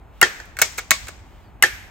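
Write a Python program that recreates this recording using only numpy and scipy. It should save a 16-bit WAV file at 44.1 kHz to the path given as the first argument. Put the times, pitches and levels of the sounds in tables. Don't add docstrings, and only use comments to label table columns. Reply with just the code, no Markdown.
import sys
import numpy as np
from scipy import signal
from scipy.fft import rfft, irfft, next_fast_len
from scipy.io import wavfile

SR = 44100
rng = np.random.default_rng(int(sys.argv[2]) if len(sys.argv) > 2 else 0)


def store_wav(level_fs):
    pcm = np.round(np.clip(np.atleast_2d(level_fs), -1, 1) * 32767)
    wavfile.write(sys.argv[1], SR, pcm.T.astype(np.int16))


N = 83790

# (pitch_hz, lead_radians)
LEFT_LEAD = [(100, -0.5), (700, 0.9), (2600, 0.42), (4800, 1), (5800, 2.5), (6700, -0.14), (8000, 1.5),
             (9100, -3.5), (10900, -2.5), (12200, -6), (14000, -5.5), (15800, -7)]
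# (pitch_hz, share from 0 to 1)
DIRECT_SPREAD = [(200, .15), (1500, .24), (4000, 0.44), (7500, 0.74), (10000, 0.21), (15000, .25)]
AIR_SPREAD = 0.33


def undb(db):
    return 10 ** (np.asarray(db) / 20)


def unit(x):
    return x / np.sqrt(np.mean(x ** 2))


def freqs(size):
    return np.maximum(np.fft.rfftfreq(size, 1 / SR), 1)


def along(points, hz):
    p = np.array(points, float)
    return np.interp(np.log(hz), np.log(p[:, 0]), p[:, 1])


def stereo_noise(gain, spread, size):
    hz = freqs(size)
    share = np.clip(spread, 0, 1)
    shared, own = np.exp(2j * np.pi * rng.random((2, len(hz))))
    left = (shared + share * own) * np.exp(1j * along(LEFT_LEAD, hz))
    right = shared - share * own
    return unit(irfft(np.array([left, right]) * gain, size))


def garden():
    # (pitch_hz, level_db), only the shape counts
    air_colour = [(20, -23), (35, -7), (52, 3), (75, -2.5), (100, -4.5), (140, -13), (300, -17), (500, -22),
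                  (800, -17.5), (1300, -25), (2500, -33.5), (5000, -50.5), (9000, -49.5), (15000, -52.5)]
    # (centre_s, width_s, level_db)
    thumps = [(.81, 0.016, -51), (1.048, 0.032, -39.5), (1.22, 0.019, -40.5), (1.75, 0.031, -49.5)]
    air_db, thump_hz, thump_width_hz = -45, 64.3, 22
    t, hz = np.arange(N) / SR, freqs(N)
    air = undb(air_db) * stereo_noise(undb(along(air_colour, hz)), AIR_SPREAD, N)
    swell = sum(undb(db) * np.exp(-((t - at) / width) ** 2) for at, width, db in thumps)
    low_noise = stereo_noise(np.exp(-((hz - thump_hz) / thump_width_hz) ** 2 / 2), AIR_SPREAD, N)
    return air + swell * low_noise


def hiss():
    # (centre_s, half_length_s, level_db)
    puffs = [(0.186, 0.059, -60), (1.362, 0.14, -60.5)]
    # (pitch_hz, level_db), only the shape counts
    hiss_colour = [(1000, -5), (3000, 4.5), (4500, -6.5), (7500, -9), (10000, -12.5), (14000, -12.5)]
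    t, hz = np.arange(N) / SR, freqs(N)
    flow = sum(undb(db) * np.exp(-((t - at) / half) ** 2) for at, half, db in puffs)
    return flow * stereo_noise(undb(along(hiss_colour, hz)), along(DIRECT_SPREAD, hz), N)


def fade(x, t60, slope):
    size = x.shape[1]
    t, spec = np.arange(size) / SR, rfft(x)
    centres = 125 * 2. ** np.arange(8)
    out = 0
    for hz, pick in zip(centres, np.eye(len(centres))):
        share = np.interp(np.log(freqs(size)), np.log(centres), pick)
        band_t60 = t60 * (hz / 2000) ** -slope
        out = out + irfft(spec * share, size) * np.exp(-np.log(1000) * t / band_t60)
    return out


def strike_gain(hz, bright_db, contact_hz, body_db):
    contact_db, contact_octaves = 5, 0.16
    body_top_hz = 1170
    tilt = bright_db * np.log2(np.maximum(hz, 500) / 2000)
    contact = contact_db * np.exp(-(np.log2(hz / contact_hz) / contact_octaves) ** 2)
    body = body_db / (1 + (hz / body_top_hz) ** 10)
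    return undb(tilt + contact + body)


def blows(events, colour, modes, ring_db, size=12000):
    attack_s = 0.00054
    decay_slope = 0.071
    ring_spread = 0.32
    out = np.zeros((2, N + size))
    t, hz = np.arange(size) / SR, freqs(size)
    base = undb(along(colour, hz))
    for start, db, bright_db, t60, contact_hz, body_db in events:
        strike = (bright_db, contact_hz, body_db)
        crack = base * strike_gain(hz, *strike)
        norm = np.sqrt(np.sum(base ** 2) / np.sum(crack ** 2))
        hit = fade(stereo_noise(crack, along(DIRECT_SPREAD, hz), size), t60, decay_slope)
        hit *= np.sqrt(t60 * SR / np.log(1000) / np.sum(hit ** 2))
        for f, mode_db, ring_s in modes:
            turn = rng.uniform(0, 2 * np.pi)
            apart = ring_spread * rng.standard_normal()
            phase = turn + np.array([[apart + along(LEFT_LEAD, f)], [-apart]])
            ring = np.sin(2 * np.pi * f * t + phase) * np.exp(-np.log(1000) * t / ring_s)
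            hit += undb(ring_db + mode_db) * norm * strike_gain(f, *strike) * ring
        i = int(start * SR)
        out[:, i:i + size] += undb(db) * hit * (1 - np.exp(-t / attack_s))
    return out[:, :N]


def snaps():
    # (start_s, level_db, brightness_db_per_octave, t60_s at 2 kHz, contact_hz, body_db)
    snap_blows = [(.2138, 3, 8, 0.013, 10700, -1), (.2165, -0.5, -2.5, 0.01, 1470, 2),
                  (1.6243, 3.5, 3.5, 0.014, 12200, -3), (1.6268, -6.5, -1, .02, 2090, -7),
                  (1.632, -17.5, 0, 0.0241, 2730, -7.5)]
    # (pitch_hz, level_db), only the shape counts
    snap_colour = [(100, -32.5), (400, -25.5), (900, 2), (1400, 15), (2100, -10), (3000, -5), (4200, -0.5),
                   (8000, -3), (10700, -0.5), (13000, -15.5), (16000, -10)]
    # (pitch_hz, level_db within the ring, t60_s)
    catch_modes = [(1428, -1.5, .035), (2090, 9, 0.02), (2835, 9.5, 0.02), (11070, -2.5, .014)]
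    return blows(snap_blows, snap_colour, catch_modes, ring_db=-10.5)


def claps():
    # (start_s, level_db, brightness_db_per_octave, t60_s at 2 kHz, contact_hz, body_db)
    clap_blows = [(.2245, -2.5, -5, 0.024, 980, 1), (.2278, 5, 0.5, 0.0097, 1320, 1),
                  (.2308, -1.5, 0, 0.011, 850, 1.5), (.2345, -13.5, 1, 0.019, 2700, -2),
                  (.4005, -26, 0.1, .025, 895, 6), (1.6362, 4, -2, 0.017, 1682, -5.5),
                  (1.642, -5.5, -5, 0.013, 1640, -4.5)]
    # (pitch_hz, level_db), only the shape counts
    clap_colour = [(80, -45), (170, -4), (260, -31.5), (380, -22), (800, -1.5), (1100, -22), (1400, 2.5),
                   (1780, 9), (2200, -20), (3200, -17.5), (4200, -10), (7000, -11), (15000, -32.5)]
    # (pitch_hz, level_db within the ring, t60_s)
    forearm_modes = [(364, -19, 0.097), (501, -18, .09), (835, -15, 0.062), (1210, -32.5, .12),
                     (1406, -9.5, .07), (1613, -10.5, 0.086), (1785, 0, 0.076), (1910, 1.5, 0.051),
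                     (2630, -22, 0.15), (3225, -11, 0.074), (6650, -12, 0.047), (1765, -30.5, 0.49),
                     (1665, -28, .3)]
    return blows(clap_blows, clap_colour, forearm_modes, ring_db=-10)


def clacks():
    # (start_s, level_db, brightness_db_per_octave, t60_s at 2 kHz, contact_hz, body_db)
    clack_blows = [(.455, -44.5, 6, 0.027, 1900, 2.5), (.568, -27, -1.8, 0.034, 1870, -6),
                   (.588, -17.5, 0.5, 0.037, 4500, -0.5), (.5925, -25, -2, 0.1, 800, 0),
                   (.6158, -2, 3, 0.035, 6100, 0), (.6195, 0, -1.5, 0.024, 2174, -0.5),
                   (.776, -28.5, 10, 0.041, 7420, -1.5), (.7802, -20, 1.5, 0.037, 6820, -5),
                   (.7828, -18.5, -2, 0.051, 2240, 2.5), (.7895, -21, 0.5, 0.032, 1385, 0),
                   (.907, 3.5, 2.35, 0.016, 3980, -5.5), (.9128, -4.5, 0.5, 0.022, 3800, -8),
                   (.9158, 0.5, -6, 0.012, 1904, -5.5), (1.070, -31, -1, 0.027, 1480, 1.5),
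                   (1.0825, -26.5, -0.5, 0.045, 3900, 2), (1.0893, -30.5, -11.5, .025, 1000, 8)]
    # (pitch_hz, level_db), only the shape counts
    clack_colour = [(80, -33), (190, -18.5), (300, -18), (650, -9.5), (950, -12.5), (1500, 1.5), (2300, -6),
                    (3100, -11), (5000, -14), (7000, -8.5), (9500, -11.5), (15000, -18)]
    # (pitch_hz, level_db within the ring, t60_s)
    link_modes = [(633, -17, 0.079), (1123, -11.5, 0.1), (1510, -4, 0.017), (2036, -5.5, 0.034),
                  (2212, 1.5, 0.062), (2580, -6.5, 0.04), (3947, -3, 0.017), (6180, -15.5, .09),
                  (6950, -14.5, .07), (7360, -7.5, .06)]
    return blows(clack_blows, clack_colour, link_modes, ring_db=-12.5)


def linger(power, rise_s, t60):
    for pole in np.exp(-1 / (rise_s * SR)), np.exp(-2 * np.log(1000) / (t60 * SR)):
        power = signal.lfilter([1 - pole], [1, -pole], power)
    return power


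def scatter(x, count=20):
    # (pitch_hz, level_db)
    near_colour = [(150, 2), (500, 1.5), (1700, -5.5), (4000, 5), (7000, 0.5), (14000, -12)]
    far_colour = [(150, -11), (500, -3.5), (1700, -2), (4000, 3.5), (7000, 1), (10000, -9.5), (14000, -5)]
    # (pitch_hz, share from 0 to 1)
    echo_spread = [(200, .12), (700, 0.39), (1500, 1), (8000, .8), (9800, .12), (14000, 0.23)]
    # (pitch_hz, left_minus_right_db)
    echo_balance = [(600, -3), (3000, 0.9), (4200, 2.5), (5500, 10), (7200, 1), (9000, 0.5)]
    near_db, near_t60_s, near_rise_s = -11.5, 0.16, 0.0058
    far_db, far_t60_s, far_rise_s = -21, 0.72, 0.027
    far_damp = 0.15
    size = next_fast_len(N, real=True)
    hz, spec, out = freqs(size), rfft(x, size), 0
    centres = np.geomspace(150, 15000, count)
    cloud = rfft(stereo_noise(1, along(echo_spread, hz), size))
    for f, pick in zip(centres, np.eye(count)):
        band = np.interp(hz, centres, pick) * (hz > centres[0] / 2)
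        power = np.mean(irfft(spec * np.sqrt(band), size)[:, :N] ** 2, axis=0)
        near = undb(near_db + along(near_colour, f)) ** 2 * linger(power, near_rise_s, near_t60_s)
        far_t60 = far_t60_s * (f / 2000) ** -far_damp
        far = undb(far_db + along(far_colour, f)) ** 2 * linger(power, far_rise_s, far_t60)
        sides = undb(along(echo_balance, f) * np.array([[1], [-1]]) / 2)
        echoes = unit(sides * irfft(cloud * band, size)[:, :N])
        out = out + np.sqrt(near + far) * echoes
    return out


def whistle():
    centre_s, half_length_s = 1.455, 0.039
    centre_hz, fall_hz_per_s = 4700, 8300
    gain_db, waver_hz = -68, 150
    t = np.arange(N) / SR - centre_s
    waver = stereo_noise(np.exp(-(freqs(N) / waver_hz) ** 2), AIR_SPREAD, N)
    tone = np.sin(2 * np.pi * np.cumsum(centre_hz - fall_hz_per_s * t) / SR)
    return undb(gain_db) * waver * tone * np.exp(-(t / half_length_s) ** 2)


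def scene():
    gun = snaps() + claps() + clacks()
    return garden() + hiss() + gun + scatter(gun) + whistle()


def record(dry):
    overload, top_hz = 1.0, 15800
    held = dry / (1 + (dry / overload) ** 6) ** (1 / 6)
    return signal.sosfilt(signal.ellip(10, .2, 70, top_hz, fs=SR, output="sos"), held)


dry = scene()
out = record(dry)
store_wav(out)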